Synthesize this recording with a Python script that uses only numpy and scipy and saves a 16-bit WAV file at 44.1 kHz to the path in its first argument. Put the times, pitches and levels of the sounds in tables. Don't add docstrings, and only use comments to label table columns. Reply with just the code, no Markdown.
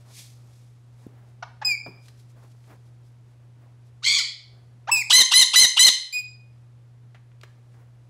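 import sys
import numpy as np
from scipy import signal
from scipy.fft import rfft, irfft
from scipy.io import wavfile
from scipy.ndimage import uniform_filter1d, minimum_filter1d

SR = 44100
rng = np.random.default_rng(int(sys.argv[2]) if len(sys.argv) > 2 else 0)


def convert_level_to_amplitude(level_db):
    exponent = np.asarray(level_db, float) / 20
    return 10 ** exponent


def inscribe(sig):
    pcm = np.round(np.clip(np.atleast_2d(sig).T, -1, 1) * 32767)
    wavfile.write(sys.argv[1], SR, pcm.astype(np.int16))


N = 356857


def shape(points, hz):
    f, v = np.transpose(points)
    return np.interp(np.log(np.maximum(hz, 1)), np.log(f), v)


def noise(colour, size=N):
    gain = convert_level_to_amplitude(shape(colour, np.fft.rfftfreq(size, 1 / SR)))
    x = irfft(rfft(rng.standard_normal(size)) * gain, size)
    return x / x.std()


def walk(rate, size):
    k = max(int(SR / rate), 1)
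    steps = np.repeat(rng.standard_normal(size // k + 1), k)
    return 1.6 * uniform_filter1d(uniform_filter1d(steps, k), k)[:size]


def strokes(rows):
    t = np.arange(N) / SR
    gain = 0
    for s, db, length in rows:
        distance = np.maximum((t - s) / length, (s - t) / (0.75 * length))
        gain = gain + convert_level_to_amplitude(db - 18 * distance)
    return gain


def play(tables, sing, edge_s=0.00077):
    out = np.zeros(N)
    for rows in tables:
        s, *columns = np.transpose(rows)
        n = np.arange(int(s[0] * SR), min(int(s[-1] * SR), N))
        t = n / SR
        ends = np.clip(np.minimum(t - s[0], s[-1] - t) / edge_s, 0, 1)
        out[n] += ends * sing(*(np.interp(t, s, c) for c in columns))
    return out


def stack(hz, gains_db):
    k = np.arange(1, len(gains_db) + 1)[:, None]
    phase = 2 * np.pi * np.cumsum(hz) / SR
    audible = k * hz < .4 * SR
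    return np.sqrt(2) * np.sum(convert_level_to_amplitude(gains_db) * audible * np.sin(k * (phase + k)), axis=0)


def syrinx(hz, level_db, throat, weak_db, flicker_db, breath_db, count=24):
    k = np.arange(1, count + 1)[:, None]
    flicker = np.array([walk(90, len(hz)) for _ in k])
    gains_db = shape(throat, k * hz) + weak_db * (k % 2) + flicker_db * flicker
    gains_db = gains_db - 10 * np.log10(np.mean(np.sum(convert_level_to_amplitude(2 * gains_db), axis=0)))
    breath = convert_level_to_amplitude(breath_db) * noise(throat, len(hz))
    return convert_level_to_amplitude(level_db) * (stack(hz, gains_db) + breath)


# frequency in Hz, level in dB.
SQUAWK_THROAT = [(600, -50.5), (1000, -26), (2050, -14), (3050, -9.5), (3500, -3.5), (4150, -1.5),
                 (5100, -15), (6110, -9), (7200, -12.5), (8500, -18.5), (10500, -16), (12000, -28),
                 (14200, -25), (15500, -45)]


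def squawk(level_db):
    share = np.linspace(0, 1, len(level_db))

    def bumps(lag, width=.06):
        return sum(np.exp(-((share - at - lag) / width) ** 4) for at in (.42, .63))

    fresh = np.exp(-share / .1)
    fall = np.clip((share - .76) / (1 - .76), 0, 1) ** 2
    hz = 980 + 25.5 * (1 - fresh) + 42 * bumps(0) - 133 * fall
    weak_db = -0.5 - 19 * (bumps(.05) + fresh + .7 * fall)
    catch_db = 6.5 * bumps(0) - 6 * bumps(1.4 * .06, .023)
    pitch = hz * (1 + (.005 + .015 * fall) * walk(400, len(hz)))
    return syrinx(pitch, level_db + catch_db - 2, SQUAWK_THROAT, weak_db, 2.5, -18, count=15)


# frequency in Hz, level in dB.
RUNUP_THROAT = [(290, -74), (500, -27.5), (1220, -19), (2200, -34.5), (2930, 2.5), (3330, -5), (3680, -5.5),
                (7130, -19.5), (8120, -20.5), (9650, -20.5), (15500, -52.5)]


def runup(hz, level_db):
    rough = syrinx(hz * (1 + .12 * walk(900, len(hz))), level_db, RUNUP_THROAT, 0, 4, 0)
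    return rough + stack(hz, [level_db - 12])


# run-up start in s, membranes lock in s, call end in s, run-up level in dB, call level in dB.
SQUAWKS = [
    (5.098, 5.128, 5.228, -14.5, -7),
    (5.313, 5.338, 5.439, -16, -7.5),
    (5.532, 5.558, 5.66, -16.5, -7.5),
    (5.765, 5.793, 5.893, -17.5, -6.5),
]
# loudest in s, level in dB, length in s.
GASP = [
    (5.887, -14.5, .015),
]


def squawks():
    from_hz, to_hz, swell_s, release_s = 620, 1868, .008, 0.0085
    ups, calls = [], []
    for s, lock, end, up_db, call_db in SQUAWKS:
        swelled_hz = from_hz + (to_hz - from_hz) * swell_s / (lock - s)
        ups.append([(s, from_hz, up_db - 18), (s + swell_s, swelled_hz, up_db),
                    (lock + .001, to_hz, up_db - 5.5)])
        calls.append([(lock, call_db), (end - release_s, call_db), (end, call_db - 13)])
    return play(ups, runup) + play(calls, squawk) + noise(SQUAWK_THROAT) * strokes(GASP)


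# frequency in Hz, level in dB.
SCREECH_THROAT = [(600, -68.5), (1100, -29.5), (1500, -17.5), (2250, -6.5), (3300, -9.5), (4400, -1.5),
                  (5500, -14), (6300, -10.5), (8000, -20), (10500, -34), (13000, -41), (15500, -43.5)]


def rasping_voice(hz, level_db):
    shake_hz = 135 * np.exp(.35 * walk(150, len(hz)))
    shake = np.sin(2 * np.pi * np.cumsum(shake_hz) / SR)
    pitch = hz * (1 + .04 * np.tanh(3 * shake) + .013 * walk(300, len(hz)))
    shaken = convert_level_to_amplitude(3.5 * shake + 1.5 * walk(200, len(hz)))
    return shaken * syrinx(pitch, level_db, SCREECH_THROAT, 0, 3, -18, count=14)


# time in s, pulse rate in Hz, level in dB.
SCREECH = [
    [(4.024, 520, -56.5), (4.034, 793, -26.5), (4.045, 1037, -23), (4.062, 1060, -13.5), (4.11, 1103, -14),
     (4.15, 1105, -15), (4.183, 1095, -14), (4.192, 1018, -10), (4.205, 900, -28)],
]


def screech():
    return play(SCREECH, rasping_voice)


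def whistle(hz, level_db, beak_db, edge_db):
    third_db = level_db - 12 + edge_db + 0.52 * beak_db + 3 * walk(56, len(hz))
    upper = [third_db + step_db for step_db in (-11, -14, -11)]
    pitch = hz * (1 + 0.0034 * walk(200, len(hz)))
    return stack(pitch, np.array([level_db, level_db + beak_db, third_db] + upper))


# time in s, pitch in Hz, level in dB, beak opening as lift of the second partial in dB.
WHISTLES = [
    [(1.647, 2505, -34, 15), (1.673, 2515, -31, 7.5), (1.693, 2470, -24.5, -3.5), (1.725, 2365, -20.5, -12),
     (1.742, 2313, -34, -12), (1.752, 2227, -30, -29.5), (1.76, 2270, -36.5, -25.5)],
    [(4.914, 2580, -17.5, -6.5), (4.93, 2680, -18, -4), (4.966, 2495, -21.5, -10),
     (5.008, 2455, -27.5, -8.5), (5.018, 2300, -24.5, -13), (5.028, 1946, -26.5, -19.5)],
    [(6.124, 2380, -40.5, 6), (6.145, 2480, -28.5, -6), (6.165, 2480, -25, -11.5), (6.193, 2475, -31.5, 0),
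     (6.215, 2440, -30, -15)],
]
WHISTLE_EDGE_DB = (-4.5, 4, 3.5)
# loudest in s, level in dB, length in s.
RASP = [
    (4.972, -35, 0.038),
]


def whistles():
    rows = [[tuple(row) + (edge_db,) for row in table] for table, edge_db in zip(WHISTLES, WHISTLE_EDGE_DB)]
    hiss = noise([(2500, -30), (3800, 1.5), (8000, -5), (11000, -10.5), (15000, -25)]) * strokes(RASP)
    return play(rows, whistle, edge_s=1 / 200) + hiss


# frequency in Hz, level in dB.
CLUCK_THROAT = [(300, -42.5), (600, -7.5), (900, -3), (1500, -10.5), (2600, -19.5), (4500, -26.5),
                (6000, -29), (8000, -48.5), (12000, -80)]


def croak(hz, level_db, odd_db, rough):
    pitch = hz * (1 + .08 * rough ** 2 * walk(600, len(hz)))
    return syrinx(pitch, level_db, CLUCK_THROAT, odd_db, 3, 14 * rough - 17, count=10)


# start in s, length in s, starting pitch in Hz, level in dB, roughness 0-1.
CLUCKS = [
    (1.424, 0.02, 629, -31.5, 0.89),
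    (1.614, 0.036, 684, -33.5, 0.87),
    (4.021, 0.024, 1024, -41, 0),
    (4.872, 0.039, 563.4, -23.5, 0.36),
]


def clucks():
    rows = []
    for s, length, hz, db, rough in CLUCKS:
        peak = .8 - .6 * rough
        rows.append([(s + share * length,
                      hz * 2 ** (30 * share * length),
                      db - 650 * length * abs(share - peak),
                      rough) for share in (0, peak, 1)])

    def sing(hz, db, rough):
        odd_db = 12 * (1 - rough) * np.log2(hz / 900) - 8 * rough
        return croak(hz, db, odd_db, rough)

    return play(rows, sing, edge_s=1 / 250)


# time in s, pitch in Hz, level in dB, odd partials in dB, roughness 0-1.
SIGH = [
    [(4.185, 1550, -50, 0, 0.5), (4.2, 1448, -44.5, 4.5, 0.45), (4.23, 1184, -49, -6, 0.6)],
]


def sigh():
    return play(SIGH, croak, edge_s=1 / 250)


def taps(rows):
    out, t = np.zeros(N + SR), np.arange(SR // 5) / SR
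    for s, peak_db, hz, octaves, t60 in rows:
        skirt, half = 4 ** octaves, 2 ** (octaves / 2)
        burst = noise([(hz / skirt, -40), (hz / half, 0), (hz * half, 0), (hz * skirt, -40)], len(t))
        decay = convert_level_to_amplitude(-60 * t / max(t60, .004))
        attack = np.minimum(t * hz * 2, 1)
        start = int(s * SR)
        out[start:start + len(t)] += convert_level_to_amplitude(peak_db - 1.0) * burst * decay * attack
    return out[:N]


# time in s, peak in dB, centre in Hz, width in octaves, t60 in s.
TAPS = [(1.862, -34.5, 460, 1.8, 0.081), (1.875, -38.5, 197, 1.5, 0.13), (2.083, -47, 2400, 2.4, 0.047),
        (2.64, -57.5, 1500, 1.6, 0.044), (3.66, -58, 690, .8, 0.142), (7.146, -47.5, 1090, 1.9, 0.1),
        (7.317, -55, 1600, 1.5, .02), (7.413, -44.5, 2600, 1.8, 0.016), (7.433, -38.5, 890, 2.65, 0.048),
        (7.74, -60.5, 900, 1.8, 0.12)]


def far_taps():
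    return taps(TAPS)


# time in s, peak in dB, centre in Hz, width in octaves, t60 in s.
NEAR_TAPS = [
    (1.066, -29, 225, 1.5, 0.016),
    (2.478, -49.5, 307, 0.32, 0.041),
    (2.548, -50, 334, 2.5, 0.0157),
]


def near_taps():
    return taps(NEAR_TAPS)


# frequency in Hz, t60 in s.
ROOM_T60 = [(300, 0.39), (1000, 0.4), (3000, 0.52), (6000, 0.47), (12000, 0.22)]


def room(x):
    gap_s, level_db = 0.0056, -11
    t = np.arange(SR) / SR
    tail = 0
    for hz in 125 * 2. ** np.arange(8):
        band = noise([(hz / 2, -40), (hz / 1.3, 0), (hz * 1.3, 0), (hz * 2, -40)], SR)
        tail = tail + np.sqrt(hz) * band * convert_level_to_amplitude(-60 * t / shape(ROOM_T60, hz))
    tail = tail * np.clip(t / gap_s - 1, 0, 1)
    return signal.fftconvolve(x, tail * convert_level_to_amplitude(level_db) / np.sqrt(np.sum(tail ** 2)))[:N]


# frequency in Hz, level in dB.
SIDEWAYS = [(2600, -0.5), (3500, -0.5), (4100, -5), (4800, 1.5), (6000, 2.5), (9000, -3)]


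def toward_walls(x):
    return irfft(rfft(x) * convert_level_to_amplitude(shape(SIDEWAYS, np.fft.rfftfreq(N, 1 / SR))), N)


# loudest in s, level in dB, length in s.
CLOTH = [(0.01, -67.5, 0.038), (.19, -44, 0.13), (.56, -65.5, 0.33), (1.02, -67.5, 0.13),
         (1.29, -73, 0.087), (2.06, -61, 0.094), (2.2, -63, 0.068), (2.303, -63.5, 0.023),
         (2.44, -69, 0.19), (2.515, -70, 0.0225), (2.68, -67.5, 0.212), (2.87, -73.5, 0.064),
         (3.07, -71, 0.102), (3.31, -74.5, 0.11), (3.64, -80, 0.095), (3.87, -71, 0.059), (7.5, -75.5, .1),
         (7.74, -74, .15)]
# frequency in Hz, level in dB per Hz.
CLOTH_COLOUR = [(470, -38), (800, -16.5), (1330, -21), (2320, -2), (2940, -7), (3330, -1.5), (5200, 0),
                (11700, -7.5), (15500, -21.5)]


def cloth():
    grain = convert_level_to_amplitude(0.96 * walk(220, N))
    return grain * noise(CLOTH_COLOUR) * strokes(CLOTH)


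# loudest in s, level in dB, length in s.
SHUFFLE = [(.015, -74, 0.027), (.13, -62.5, 0.27), (.5, -73.5, 0.136), (1.04, -64, 0.18), (1.22, -67, 0.19),
           (1.93, -60, .2), (2.45, -65.5, 0.24), (2.71, -56, 0.077), (3.31, -71.5, 0.24),
           (3.64, -64, 0.139), (4.55, -69, .2), (6.87, -71.5, .05), (7.04, -75, 0.092),
           (7.56, -75.5, 0.075), (7.76, -65, 0.32)]


def shuffling():
    colour = [(120, -7.0), (350, -2.0), (900, -6), (2000, -14.5), (5000, -33)]
    return convert_level_to_amplitude(3.8 * walk(40, N) + 1.0) * noise(colour) * strokes(SHUFFLE)


# frequency in Hz, level in dB.
HUM = [(120.1, -49), (240.2, -81)]
# frequency in Hz, level in dB per Hz.
FLOOR = [(15, -26.5), (25, -14.5), (50, -3), (80, 1), (160, -4), (300, -8.5), (700, -15), (2200, -24),
         (6000, -31.5), (10800, -36), (14700, -48), (16000, -55)]


def house():
    t = np.arange(N) / SR
    hum = 0
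    for hz, db in HUM:
        hum = hum + convert_level_to_amplitude(db + .5 * walk(12, N)) * np.sqrt(2) * np.sin(2 * np.pi * hz * t)
    return hum + convert_level_to_amplitude(-61.5 + 0.4 * walk(5.7, N)) * noise(FLOOR)


def scene():
    loud, harsh = squawks(), screech()
    calls = whistles() + sigh() + clucks()
    near, far = near_taps(), far_taps()
    wet = room(calls + toward_walls(loud) + harsh + .3 * near + 0.98 * far)
    direct = calls + loud + convert_level_to_amplitude(-6.5) * harsh + near + far
    return (direct + wet + cloth() + shuffling() + house())[None]


def over_db(x, top_db, hold_s, slew_s):
    hold, slew = int(hold_s * SR), int(slew_s * SR)
    peak = -minimum_filter1d(-np.abs(x), hold, origin=(hold - 1) // 2)
    over = np.maximum(20 * np.log10(peak + 1e-9) - top_db, 0)
    return uniform_filter1d(over, slew, origin=-(slew // 2))


def band_limit(x):
    return signal.sosfilt(signal.butter(12, 16470, fs=SR, output="sos"), x)


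def record(dry):
    bass = signal.sosfiltfilt(signal.butter(2, 550, fs=SR, output="sos"), dry)
    duck_db = np.minimum(1.6 * np.abs(over_db(dry, -7.5, 0.297, .01)) ** 1.6, 16)
    duck_db = uniform_filter1d(duck_db, SR // 14, origin=SR // 60)
    squeeze_db = over_db(dry, -1.5, .004, .003)
    x = (dry - bass * (1 - convert_level_to_amplitude(-duck_db))) * convert_level_to_amplitude(-squeeze_db)
    near_top = np.tanh(over_db(dry, -5.0, 0.0066, .008) / 1.9)
    strain = uniform_filter1d(near_top, SR // 10, origin=SR // 21) ** 2 * near_top
    rumble = noise([(35, -41.5), (70, -4), (300, -6), (700, -1.5), (1600, -8), (4000, -43)])
    x = x + convert_level_to_amplitude(-33.5) * strain * convert_level_to_amplitude(1.2 * walk(120, N)) * rumble
    clipped = .95 * np.tanh(x / .95)
    mix = signal.sosfiltfilt(signal.ellip(8, .2, 40, 15700, fs=SR, output="sos"), clipped)
    return band_limit(mix)


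dry = scene()
out = record(dry)
inscribe(out)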